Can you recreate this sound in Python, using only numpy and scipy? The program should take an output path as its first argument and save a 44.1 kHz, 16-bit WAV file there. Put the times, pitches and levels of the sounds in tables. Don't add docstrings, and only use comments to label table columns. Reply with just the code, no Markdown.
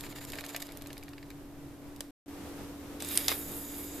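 import sys
import numpy as np
from scipy import signal
from scipy.fft import rfft, irfft
from scipy.io import wavfile

SR = 44100
rng = np.random.default_rng(int(sys.argv[2]) if len(sys.argv) > 2 else 0)


def to_wav(sig):
    pcm = np.clip(np.atleast_2d(sig), -1, 1) * 32767
    pcm = np.round(pcm).astype(np.int16)
    wavfile.write(sys.argv[1], SR, pcm.T)


N = 176400
T = np.arange(N) / SR
PAUSE_S, RESUME_S = 2.108, 2.26
TOP_HZ = 14300


def carriage():
    # (start [s], length [s], level [dB])
    strokes = [(-.015, 0.03, -49), (0.025, 0.047, -48), (0.086, 0.043, -50), (0.149, 0.048, -48),
               (0.203, 0.048, -47.5), (0.267, 0.046, -48), (0.314, 0.051, -50), (0.368, 0.046, -49),
               (0.44, 0.02, -45), (0.48, 0.035, -46), (0.524, 0.031, -50), (0.597, 0.016, -41),
               (0.643, 0.027, -52)]
    # (frequency [Hz], level [dB])
    rub_tone = [(300, -12), (1600, 1), (2600, 1), (4900, -1), (6300, -7), (7050, 9), (7700, -4), (9600, -2),
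                (12300, -3), (12950, 4), (13400, 0), (14200, 1)]
    # (time [s], level [dB])
    buzz_levels = [(0, -53.5), (.27, -61.5), (.36, -50), (.56, -52), (.95, -57.5), (1.4, -65.5)]
    # (frequency [Hz], level [dB])
    buzz_tone = [(150, -10.5), (400, 11.5), (2000, -2), (4000, -2), (7000, -11), (14000, -6.5)]
    fade_s = .007
    moving = sum(amp(db) * np.clip(np.minimum(T - start, start + length - T) / fade_s, 0, 1)
                 for start, length, db in strokes)
    rub = colour(friction(per_s=12000, spread_db=-0.5) * moving, rub_tone)
    buzz = colour(friction(per_s=2200, spread_db=-2.5) * level(buzz_levels), buzz_tone)
    return rub + buzz


def knocks_and_ticks():
    # (time [s], level [dB])
    thuds = [(.037, -40.5), (.159, -41), (.212, -42), (.3327, -35.5), (.3854, -34), (.4387, -37),
             (.5461, -34)]
    # (time [s], level [dB])
    knocks = [(0.065, -42.5), (0.125, -43), (0.184, -38), (0.355, -43.5), (0.408, -45), (0.4917, -46),
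              (0.561, -35.5), (0.566, -43), (0.6217, -39), (0.6885, -41), (.711, -49), (.812, -46),
              (0.8597, -43.5), (0.9033, -42), (0.9682, -46.5), (1.0272, -44.5), (1.081, -45),
              (1.1331, -44.5), (1.1799, -44.5), (1.2273, -45), (1.3028, -45), (1.312, -49.5)]
    # (frequency [Hz], level [dB])
    knock_tone = [(200, -12), (700, -6), (1150, -10), (1750, 2), (2000, 0), (2400, 4), (3300, -7),
                  (3900, -4), (4700, -3), (5900, -16), (7150, -7), (8300, -22), (14000, -26)]
    # (time [s], level [dB])
    ticks = [(0.0074, -35.5), (0.249, -37.5), (0.3, -39), (0.319, -37), (0.354, -41), (0.4077, -38.5),
             (0.4627, -36), (0.4905, -39.5), (0.5623, -28), (0.619, -33.5), (0.623, -32.5), (0.667, -43),
             (0.7196, -41.5), (0.7713, -37.5), (0.82, -40), (0.8702, -40), (0.929, -39), (0.978, -41),
             (1.034, -44.5), (1.089, -47), (1.3026, -44), (1.961, -46.5)]
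    # (frequency [Hz], level [dB])
    tick_tone = [(300, -28), (1200, -9.5), (2400, 1), (4600, 4), (7800, 1.5), (9500, 2), (10600, -0.5),
                 (11600, 8), (12600, -0.5), (14000, 2)]
    out = np.zeros((2, N))
    for start, db in thuds:
        thud = blow(attack_s=.0012, decay_s=.0045, tail_db=-25, tail_s=.03)
        add(out, start, amp(db) * colour(thud, knock_tone, ring=(800, 450, 8)))
    for start, db in knocks:
        knock = blow(attack_s=.0012, decay_s=.0025, tail_db=-24, tail_s=.025)
        add(out, start, amp(db) * colour(knock, knock_tone))
    for start, db in ticks:
        tick = blow(attack_s=.0021, decay_s=.00096, tail_db=-17.5, tail_s=.0035)
        add(out, start, amp(db) * colour(tick, tick_tone))
    return out


def slide():
    # (time [s], level [dB])
    scrape_levels = [(2.985, -71), (3.01, -44.5), (3.06, -47), (3.12, -41), (3.185, -40), (3.275, -47),
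                     (3.3, -32.5), (3.335, -38), (3.37, -52.5), (3.45, -54), (4, -53)]
    # (frequency [Hz], level [dB])
    scrape_tone = [(300, -0.5), (1000, -6.5), (2300, -0.5), (3100, -1), (3700, 4), (4300, -5.5),
                   (5000, 1.5), (5600, -5.5), (9300, -10.5), (11000, -5), (14000, -1.5)]
    # (time [s], level [dB])
    hiss_levels = [(3, -55), (3.1, -42.5), (3.17, -37.5), (3.26, -40), (3.33, -41), (3.48, -43.5),
                   (3.8, -46.5), (4, -49.5)]
    # (frequency [Hz], level [dB])
    hiss_tone = [(5000, -32.5), (8600, -10), (9250, -6), (9800, -8), (10350, -2), (11000, -6), (11900, -3),
                 (12300, -7), (12800, 2), (13400, 2.5), (14300, -10)]
    # (time [s], level [dB])
    sing_levels = [(3.05, -49), (3.3, -53.5), (4, -53.5)]
    # (frequency [Hz], level [dB])
    sing_tone = [(5000, -45), (6300, -7), (6900, 7), (7350, -4), (7750, 5.5), (8300, -30), (10000, -54.5)]
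    period_s, peak_s = .222, 3.58
    swing = np.cos(2 * np.pi * (T - peak_s) / period_s)
    scrape = friction(per_s=12000, spread_db=4.5) * level(scrape_levels)
    hiss = friction(per_s=13000, spread_db=3) * level(hiss_levels) * amp(2.5 * swing)
    sing = rng.standard_normal((2, N)) * level(sing_levels) * amp(-1.5 * swing)
    return colour(scrape, scrape_tone) + colour(hiss, hiss_tone) + colour(sing, sing_tone)


def clacks():
    # (time [s], level [dB], decay [s], ring pitch [Hz], ring width [Hz], ring [dB], thud [dB])
    hits = [(2.0065, -27, 0.0022, 600, 300, 12.5, 4), (3.003, -37, 0.0047, 2640, 1500, 6, 3.5),
            (3.023, -29, 0.0024, 8200, 900, 16, 14), (3.047, -32.5, 0.0029, 8800, 1500, 15, 7),
            (3.088, -32.5, .002, 9200, 1200, 13, 0), (3.155, -31, .002, 11000, 1500, 2, -5),
            (3.1747, -12, 0.00089, 9550, 710, 13, -6), (3.1763, -24.5, 0.0017, 2880, 1000, 9, -10),
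            (3.282, -14.5, 0.0025, 5100, 2500, 5, 3.5), (3.291, -28.5, 0.0056, 2300, 1800, 14, 9),
            (3.317, -21, 0.0034, 1890, 1090, 24.5, 18)]
    # (frequency [Hz], level [dB])
    plastic_tone = [(150, -22.5), (600, -6), (900, -10), (1600, -5), (2400, -1), (3000, -2), (3700, 2),
                    (4400, -1), (5100, 0.5), (6800, -3.5), (9400, 0), (11000, -3), (14000, -5.5)]
    # (frequency [Hz], likeness [0-1])
    likeness = [(9000, .6)]
    thud_below_hz, crack_s = 1330, .0002
    out = np.zeros((2, N))
    for start, db, decay_s, ring_hz, width_hz, ring_db, thud_db in hits:
        tone = [(hz, band_db + thud_db / (1 + (hz / thud_below_hz) ** 4)) for hz, band_db in plastic_tone]
        hit = blow(attack_s=.00012, decay_s=decay_s, tail_db=-27.5, tail_s=.052)
        hit[0, round(crack_s * SR)] = amp(10)
        add(out, start, amp(db) * colour(hit, tone, likeness, ring=(ring_hz, width_hz, ring_db)))
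    return out


def frame(sound):
    decay_s = .009
    t = np.arange(2 ** 11) / SR
    noise = rng.standard_normal((3, len(t))) * np.exp(-t / decay_s)
    echoes = noise[:2] * 0.45 + noise[2]
    ring = amp(-7) * echoes / np.linalg.norm(echoes, axis=1, keepdims=True)
    ring[:, 0] = 1
    return signal.oaconvolve(sound, ring / np.linalg.norm(ring[0]), axes=1)[:, :N]


def whine():
    pitch_hz = 13190 + 12 * drift(rate_hz=15)
    return sine(pitch_hz, db=np.where(T < RESUME_S, -75, -68.5))


def fan():
    # (frequency [Hz], level [dB])
    first_tone = [(20, -1.5), (70, -7), (95, -10), (135, -1.5), (190, -14), (290, -6), (400, -11),
                  (900, -20), (1500, -24.5), (3860, -33), (14000, -35)]
    # (frequency [Hz], level [dB])
    second_tone = [(20, -7), (50, -5.5), (190, -8.5), (300, -5), (455, -8), (650, -14), (1250, -19),
                   (1800, -22), (4000, -27), (14000, -30.5)]
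    # (frequency [Hz], likeness [0-1])
    likeness = [(50, 0.77), (300, 0.91), (1000, 0.69), (3000, 0.17), (8000, 0), (14000, 0)]
    # (pitch [Hz], level at first spot [dB], level at second spot [dB], pitch wander [Hz])
    hums = [(77.5, -66.5, -58, 1.15), (286, -50.5, -48, 0.69), (330.4, -63, -56.5, 1.48)]
    at_first_spot = T < RESUME_S
    air = [amp(db) * evened(colour(rng.standard_normal((2, N)), tone, likeness, lean_right=False))
           for tone, db in [(first_tone, -50), (second_tone, -46.5)]]
    out = np.where(at_first_spot, *air) * amp(1.46 * drift(rate_hz=5.7))
    for hz, first_db, second_db, wander_hz in hums:
        pitch_hz = hz + wander_hz * drift(rate_hz=16.7)
        db = np.where(at_first_spot, first_db, second_db) + 0.76 * drift(rate_hz=8.5)
        out += sine(pitch_hz, db)
    return out


def friction(per_s, spread_db):
    size = amp(spread_db * np.minimum(rng.exponential(1, N), 4))
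    slips = rng.random(N) < per_s / SR
    return evened(size * slips * rng.standard_normal((2, N)))


def blow(attack_s, decay_s, tail_db, tail_s):
    t = np.arange(2 ** 13) / SR
    rise = np.sin(np.pi / 2 * np.minimum(t / attack_s, 1)) ** 2
    fall = np.exp(-np.maximum(t - attack_s, 0) / decay_s)
    tail = amp(tail_db) * np.exp(-t / tail_s)
    return rise * (fall + tail) * rng.choice([-1., 1.], (2, len(t)))


def colour(noises, tone, likeness=None, lean_right=True, ring=None):
    # (frequency [Hz], likeness [0-1])
    machine_likeness = [(1500, .9), (4000, .7), (8000, .6), (14000, .35)]
    # (frequency [Hz], left minus right [dB])
    lean = [(2000, -0.5), (8000, 0), (13000, -4)]
    size = noises.shape[1]
    hz = np.fft.rfftfreq(size, 1 / SR)
    db = look_up(tone, hz)
    if ring:
        ring_hz, width_hz, ring_db = ring
        db = db + ring_db / (1 + ((hz - ring_hz) / width_hz) ** 2)
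    log_gain = np.log(amp(db))
    mirrored = np.r_[log_gain, log_gain[-2:0:-1]]
    body = np.exp(np.conj(signal.hilbert(mirrored)))[:len(hz)]
    body *= hz < TOP_HZ + 600
    body /= np.sqrt(2 * np.mean(abs(body) ** 2))
    alike = np.clip(look_up(likeness or machine_likeness, hz), -1, 1)
    middle, side = rfft(noises) * np.sqrt([1 + alike, 1 - alike]) * body
    tilt = amp(look_up(lean, hz) / 2) if lean_right else 1
    return irfft([(middle + side) * tilt, (middle - side) / tilt], size)


def sine(pitch_hz, db):
    turns = np.cumsum(pitch_hz) / SR
    return np.sqrt(2) * amp(db) * np.sin(2 * np.pi * turns)


def drift(rate_hz):
    hz = np.fft.rfftfreq(N, 1 / SR)
    return evened(irfft(rfft(rng.standard_normal(N)) * np.exp(-(hz / rate_hz) ** 2), N))


def amp(db):
    return 10 ** (np.asarray(db) / 20)


def evened(sound):
    return sound / np.sqrt(np.mean(sound ** 2) + 1e-20)


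def look_up(points, hz):
    frequencies, values = np.transpose(points)
    return np.interp(np.log(hz + 1), np.log(abs(frequencies) + 1), values)


def level(points):
    times, db = np.transpose(points)
    return amp(np.interp(T, times, db, left=-120))


def add(mix, start_s, sound):
    part = mix[:, max(round(start_s * SR), 0):][:, :sound.shape[1]]
    part += sound[:, :part.shape[1]]


def scene():
    return fan() + whine() + frame(carriage() + knocks_and_ticks() + slide()) + clacks()


def record(dry):
    volume = np.select([T < PAUSE_S, T < RESUME_S, T < RESUME_S + .02], [1, 0, amp(-9)], 1)
    low_pass = signal.firwin(301, TOP_HZ, window=("kaiser", 7), fs=SR)
    return signal.oaconvolve(dry * volume, low_pass[None], "same")


dry = scene()
out = record(dry)
to_wav(out)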